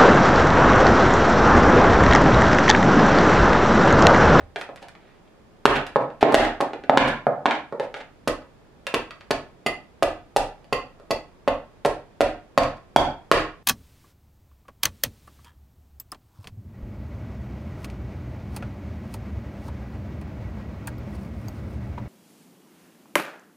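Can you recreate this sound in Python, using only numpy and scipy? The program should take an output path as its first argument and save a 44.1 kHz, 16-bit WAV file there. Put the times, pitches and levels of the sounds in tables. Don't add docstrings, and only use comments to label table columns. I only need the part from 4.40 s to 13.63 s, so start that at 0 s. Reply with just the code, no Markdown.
import sys
import numpy as np
from scipy import signal
from scipy.fft import rfft, irfft
from scipy.io import wavfile
from scipy.ndimage import uniform_filter1d

SR = 44100
rng = np.random.default_rng(int(sys.argv[2]) if len(sys.argv) > 2 else 0)


def digitize_waveform(pressure):
    field = np.atleast_2d(pressure).T
    bounded = np.clip(field, -1, 1)
    quanta = np.round(bounded * 32767).astype(np.int16)
    wavfile.write(sys.argv[1], SR, quanta)


def gain_from_db(level_db):
    decades = np.asarray(level_db, float) / 20
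    return 10 ** decades


N = 407043

# (frequency [Hz], level [dB])
HUSH_SPECTRUM = [(20, -1), (33, -8.5), (172, -8.5), (245, -10.5), (295, -11.5), (430, -11.5), (3970, -35.5),
                 (14500, -51.5)]
# (frequency [Hz], side re mid [dB])
HUSH_WIDTH = [(60, -3.5), (300, -4), (1500, -2), (15000, 1.8)]
# (frequency [Hz], level [dB], t60 [s])
FLOOR_MODES = [(31.5, -1, 0.4), (49.7, -8, 0.33), (78.5, -3, 0.36), (100.8, -5.5, 0.38)]
# (time [s], knock [dB], crack re knock [dB], edge tick re knock [dB], length [ms])
SCRAPES = [(0.003, -33.5, 2.5, -40.5, 5.8), (0.17, -27.5, -3, -2, 41), (0.41, -32.5, 6, -6, 24),
           (0.58, -45, 15, -30, 110), (0.7, -58, 22, -30, 62), (0.8, -56, 10, -25, 58),
           (1.35, -8.5, 11.5, -22, 12), (1.609, -15.5, -9, -25, 14), (1.806, -22.5, 14, -4, 7.2),
           (1.919, -1.5, -6.5, -13, 3.9), (2.045, -6, 4, -17, 4), (2.218, -10, -35, -40, 6.3),
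           (2.672, -13.5, 13.5, -3, 9.2), (2.92, -20, -20, -39, 8.9), (2.996, -31, -43, -37, 17),
           (3.058, -4, 7.5, -44, 2.8), (3.41, -24, 3, -14, 30), (3.55, -27.5, 8, -10, 26),
           (8.23, -23, 16, 4, 3), (3.145, -20.5, 10, -34, 5.8), (3.596, -31, 14, -18, 11.4),
           (4.804, -44, 20.5, -14, 4), (7.446, -8, 3, -13, 3.26)]
# (time [s], knock [dB], crack re knock [dB], edge tick re knock [dB])
TAPS = [(0.158, -26.5, 14, -18), (0.211, -39, 23.5, 5), (0.289, -31.5, -3, -43), (0.358, -44.5, 12.5, 7.5),
        (0.373, -56.5, 25.5, -13), (0.425, -42, 13.5, -1), (0.483, -48.5, 19, 10.5), (0.55, -40.5, 8, -31),
        (0.875, -56, 5, -19), (1.414, -30.5, -23, -34), (1.465, -43.5, 24.5, 10.5), (1.701, -38, 3.5, -47),
        (2.305, -34, -6, -36), (2.332, -23, 3, -49), (2.436, -33, 7, -36), (3.108, -21, 19.5, -55),
        (3.323, -21, -14, -32), (3.396, -18, 0, -20), (3.54, -30.5, 14, -22), (4.019, -42, 0, -33),
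        (4.466, -33, 22.5, 8.5), (4.706, -41.5, 20, -33), (5.09, -53, -27, -17), (6.242, -51, 7.5, -18),
        (6.597, -42, -9, -12), (8.368, -49, 6, -4)]
# (time [s], knock [dB], knock pitch [Hz], crack re knock [dB], edge tick re knock [dB])
CHOPS = [(1.253, 13.5, 922, 1.5, -17.5), (1.942, 14, 850, 4, -9.5), (2.572, 16, 1004, 4.5, -28.5),
         (3.873, -7, 610, -2.5, -6.5), (4.5384, -9, 537, 6, -11), (4.9052, -9, 574, 4.5, -5),
         (5.2605, -12, 520, 2, -14), (5.623, -3, 760, -1.5, -8.5), (5.961, -2.5, 780, -1.5, -1.5),
         (6.324, -9, 700, -1.5, -15.5), (6.7048, -11.5, 680, -1.5, -7), (7.075, -4.5, 850, -2.5, -28),
         (7.453, -3.5, 716, -5.5, -8.5), (7.805, 1.5, 823, -2, -12.5), (8.175, 4.5, 947, -2.5, -13.5),
         (8.56, 8, 883, -9.5, -10.5), (8.913, 7.5, 1090, 3.5, -10)]
# (time [s], knock [dB], knock pitch [Hz], crack re knock [dB], edge tick re knock [dB])
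SIDE_BLOWS = [
    (1.557, 1.5, 810, -13, -38),
    (1.826, 16, 580, -6, -47),
    (2.203, -8.5, 920, -2, -13),
    (2.494, 9.5, 685, -10, -39),
    (2.866, -1, 587, -33, -35.5),
    (3.055, 1, 904, 1.5, -48),
]
# (knock [dB], clean share [0-1], cut [ms], split [ms],
# bite crack re split [dB], bite edge re split [dB])
GLANCING = (-8, 0.66, 3, 4, -8, -16)
# (knock [dB], clean share [0-1], cut [ms], split [ms], # bite crack re split [dB], bite edge
# re split [dB])
FIRM = (3.5, 0.37, 1.98, 1.5, -1.5, -4.5)
# (frequency [Hz], level [dB])
BODY_SPECTRUM = [(120, -29.5), (250, -31), (450, -2.5), (700, 5.5), (1000, -17), (1500, -71), (2500, -54),
                 (16000, -101.5)]
# (frequency [Hz], level [dB])
CRACK_SPECTRUM = [(120, -78), (800, -6.5), (1300, 3.5), (2000, -0.5), (3000, -1), (4500, -15.5),
                  (7000, -24), (16000, -65.5)]
# (frequency [Hz], level [dB])
EDGE_SPECTRUM = [(120, -91.5), (3000, -26), (5000, 4.5), (7000, -16), (10000, -2), (13000, -23),
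                 (16000, -36.5)]
# (frequency [Hz], level [dB], t60 [s])
WOOD_MODES = [(144.4, 3.5, 0.068), (315.7, -6.5, 0.16), (417.2, -5, 0.077), (487.3, -7.5, 0.09),
              (579, -7, 0.063), (700, 6.5, 0.01), (786, 14.5, 0.0086), (1060, -2, 0.062),
              (1213, 4.5, 0.011)]
# (frequency [Hz], level [dB], t60 [s])
STEEL_GROUPS = [
    [(2040, 0, .022), (2700, -1, .018)],
    [(3310, -2, .017)],
    [(4600, -4, .022), (4900, -12, .01)],
    [(6800, -13, .012), (8850, -13, .015), (10600, -15, .011), (13300, -24, .012)],
]
# (time [s], glancing ring [dB], twisting ring [dB], cheek ring [dB])
HEAD_FREEDOM = [(.4, -35, -37, -41), (.484, -32, -35, -20), (.876, -35, 11, -8), (1.25, -11, -22, -19),
                (3.5, -59, -32, -27.5), (3.87, -4, -36, -1.5), (4.47, -10.5, -20, -22),
                (4.54, -3.5, -13, -10), (4.91, -18, -47, -4.5), (5.27, 7.5, -24, 2.5),
                (5.8, -11.5, -26, -18), (6.33, 3, -29, 3.5), (6.71, 1, -2, 4), (7.45, -14.5, -33, -20.5),
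                (8.17, -13, -22, -5.5), (8.56, -30.5, 13, 0.5), (8.91, -10.5, -36, -7)]
# (delay [s], left [dB], right [dB])
NEAR_ECHOES = [(.0047, -7, -16.5), (.0073, -9, -12.5)]
# (frequency [Hz], t60 [s], wet [dB], side re mid [dB])
SHOP_TAIL = [(61, 0.43, -36, -20.5), (268, 0.31, -27, -18.5), (600, 0.28, -24, -13),
             (1670, 0.32, -28, -5.5), (4000, 0.27, -33, 1), (9130, 0.22, -32.5, 2), (16260, 0.18, -41, 8)]

HUSH_DB, PAN_DB = -55.5, -1.6
JOLT_DB, JOLT_FOLLOWS, JOLT_LIMIT_DB, EARLIER_JOLT_DB = -47.5, 0.95, 10.5, -60.5
TAP_DB, TAP_HZ, TAP_MS, TAP_CLEAN_SHARE = 3.5, 656, 2.7, 0.6
SCRAPE_DB, SCRAPE_HZ = -5, 821
SPLIT_LAG_S = .0012, .006
PARTING_DB = -15.5
STEEL_DB, BEND_DB, RIM_DB = -10, -0.5, -2.5
WOOD_SPREAD_DB, STEEL_SPREAD_DB, JOLT_SPREAD_DB = 2.0, 2.2, 2.5
KNEE_DB, SQUEEZE, ATTACK_S, RELEASE_S = -9.5, .97, .0022, 0.054
MIC_TOP_HZ = 15000


def filt(x, order, hz, kind):
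    return signal.sosfilt(signal.butter(order, hz, kind, fs=SR, output="sos"), x)


def at_hz(rows, hz):
    f, *columns = np.transpose(rows)
    return [np.interp(np.log(hz), np.log(f), c) for c in columns]


def bands(low_hz, high_hz):
    octaves = np.arange(0, np.log2(high_hz / low_hz) - .2, .5)
    edges = np.append(low_hz * 2 ** octaves, high_hz)
    return zip(edges, edges[1:], np.sqrt(edges[1:] * edges[:-1]))


def hush():
    white, out = rng.standard_normal((2, 2, N)), 0
    for k, (low, high, hz) in enumerate(bands(20, 15500)):
        noise = filt(white[k % 2], order=2, hz=[low, high], kind="band")
        mid, side = gain_from_db(at_hz(HUSH_SPECTRUM, hz)[0]) * noise
        out = out + mid + gain_from_db(at_hz(HUSH_WIDTH, hz)[0]) * side * np.array([[1], [-1]])
    return gain_from_db(HUSH_DB) * out / np.std(np.mean(out, axis=0))


def ring(clicks, hz, t60_s):
    r, w = gain_from_db(-60 / (t60_s * SR)), 2 * np.pi * hz / SR
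    return signal.lfilter([0, np.sin(w)], [1, -2 * r * np.cos(w), r * r], clicks + 1e-18)


def joists():
    out, (s, knock_db) = 0, np.transpose(CHOPS)[:2]
    jolt_db = JOLT_DB + JOLT_FOLLOWS * np.minimum(knock_db, JOLT_LIMIT_DB)
    s, db = np.append(s, 0), np.append(jolt_db, EARLIER_JOLT_DB)
    luck = rng.standard_normal((len(s), len(FLOOR_MODES)))
    for k, (hz, mode_db, t60_s) in enumerate(FLOOR_MODES):
        clicks = np.zeros(N)
        clicks[(s * SR).astype(int)] = gain_from_db(db + mode_db + JOLT_SPREAD_DB * luck[:, k])
        out = out + filt(ring(clicks, hz, t60_s), order=2, hz=[hz / 1.4, hz * 1.5], kind="band")
    return gain_from_db(20) * out


def snapping_fibres(ms, size):
    age = np.arange(size) * 1000 / SR / np.maximum(ms, .3)
    shape = (len(ms), size)
    snaps = rng.standard_normal(shape) * (rng.random(shape) < 5000 / SR)
    snaps *= age * np.exp(-age ** 2)
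    tone = rfft(snaps + 1e-9)
    tone /= np.sqrt(uniform_filter1d(np.abs(tone) ** 2, size=24, axis=1))
    snaps = irfft(tone) * (age < 2.5)
    return snaps / np.linalg.norm(snaps + 1e-9, axis=1, keepdims=True)


def colour(force, crack_db, edge_db):
    out = 0
    for k, (low, high, hz) in enumerate(bands(119.0, 14000)):
        body = gain_from_db(at_hz(BODY_SPECTRUM, hz)[0])
        crack = gain_from_db(crack_db + at_hz(CRACK_SPECTRUM, hz)[0])
        edge = gain_from_db(edge_db + at_hz(EDGE_SPECTRUM, hz)[0])
        band = filt(force, order=2, hz=[low, high], kind="band")
        out = out + (body + crack + edge) * band * (-1) ** k
    return out


def modes(force, table, spread_db):
    luck = rng.standard_normal((len(force), len(table)))
    return sum(gain_from_db(db + spread_db * luck[:, [k]]) * ring(force, hz, t60_s)
               for k, (hz, db, t60_s) in enumerate(table))


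def knocked_wood(force, hz):
    push = filt(force, order=2, hz=1720, kind="low")
    free_end = np.array([ring(p, f, 0.01) for p, f in zip(push, hz[:, 0])])
    block = modes(push, WOOD_MODES, spread_db=WOOD_SPREAD_DB)
    return filt(free_end + 0.16 * block, order=4, hz=169.2, kind="high")


def axe_head(force, s):
    when, glance_db, twist_db, cheek_db = np.transpose(HEAD_FREEDOM)
    freedom_db = glance_db + BEND_DB, twist_db, cheek_db, glance_db + RIM_DB
    return sum(gain_from_db(np.interp(s, when, free_db)) * modes(force, group, spread_db=STEEL_SPREAD_DB)
               for free_db, group in zip(freedom_db, STEEL_GROUPS))


def contacts(table, bite, lag_s=.0018, size=6144):
    s, db, hz, crack_db, edge_db, ms = np.transpose(table)[:, :, None]
    force = (1 - bite) * snapping_fibres(ms, size)
    force[:, :1] = bite
    wood = 0.91 * knocked_wood(force, hz)
    fibres = 4.7 * colour(force, crack_db, edge_db)
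    steel = gain_from_db(crack_db + STEEL_DB) * axe_head(force, s)
    sound = gain_from_db(db) * (wood + fibres + steel)
    out = np.zeros((3, N + size))
    pose = np.arange(len(s))[:, None] % 3
    np.add.at(out, (pose, ((s + lag_s) * SR).astype(int) + np.arange(size)), sound)
    return out[:, :N]


def chips():
    scatter = np.exp(0.45 * rng.standard_normal(len(TAPS)))
    taps = [(s, db + TAP_DB, TAP_HZ * k, crack_db, edge_db, TAP_MS)
            for (s, db, crack_db, edge_db), k in zip(TAPS, scatter)]
    scrapes = [(s, db + SCRAPE_DB, SCRAPE_HZ, crack_db, edge_db, ms)
               for s, db, crack_db, edge_db, ms in SCRAPES]
    return contacts(taps, bite=TAP_CLEAN_SHARE) + contacts(scrapes, bite=0)


def blows():
    s, db, hz, crack_db, edge_db = np.transpose(CHOPS + SIDE_BLOWS)
    firmness = np.interp(db, [GLANCING[0], FIRM[0]], [0, 1])
    limits = [*zip(GLANCING[1:], FIRM[1:]), SPLIT_LAG_S]
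    clean, cut_ms, split_ms, dull_db, blunt_db, lag_s = (
        soft + firmness * (hard - soft) for soft, hard in limits)
    bites = np.transpose([s, db, hz, crack_db + dull_db, edge_db + blunt_db, cut_ms])
    splits = np.transpose([s + lag_s, db + PARTING_DB, hz,
                           crack_db - PARTING_DB, edge_db - PARTING_DB, split_ms])
    return contacts(bites, bite=np.clip(clean, 0, 1)[:, None]) + contacts(splits, bite=0)


def workshop(x, size=30000):
    age, white = np.arange(size) / SR, rng.standard_normal((2, 2, size))
    answer = np.zeros((2, size))
    for k, (low, high, hz) in enumerate(bands(40, 17000)):
        t60_s, wet_db, side_db = at_hz(SHOP_TAIL, hz)
        noise = filt(white[k % 2], order=2, hz=[low, high], kind="band")
        mid, side = noise * gain_from_db(wet_db - 60 * age / t60_s)
        answer += mid + gain_from_db(side_db) * side * [[1], [-1]]
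    answer *= 1 - np.exp(-(age / 0.0039) ** 2)
    answer[:, 0] += 1
    for s, left_db, right_db in NEAR_ECHOES:
        answer[:, int(s * SR)] += gain_from_db(np.array([left_db, right_db]))
    return signal.oaconvolve(x[None], answer, axes=1)[:, :N]


def scene():
    room = sum(workshop(pose) for pose in chips() + blows())
    return (room + joists() + hush()) * gain_from_db(np.array([[PAN_DB], [-PAN_DB]]) / 2)


def low_pass(x):
    return signal.sosfilt(signal.butter(12, 16810, fs=SR, output="sos"), x)


def record(dry):
    dry = filt(dry, order=4, hz=MIC_TOP_HZ, kind="low")
    peak_db = 20 * np.log10(np.max(np.abs(dry), axis=0) + 1e-9)
    over_db = np.maximum(peak_db - KNEE_DB, 0)
    fall = np.arange(N) / (RELEASE_S * SR)
    held_db = np.exp(np.maximum.accumulate(np.log(over_db + 0.00073) + fall) - fall)
    r = np.exp(-1 / (ATTACK_S * SR))
    held_back = dry * gain_from_db(-SQUEEZE * signal.lfilter([1 - r], [1, -r], held_db))
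    ceiling = held_back / (1 + np.abs(held_back) ** 3) ** (1 / 3)
    mix = 1.077 * ceiling
    return low_pass(mix)


dry = scene()
out = record(dry)
digitize_waveform(out)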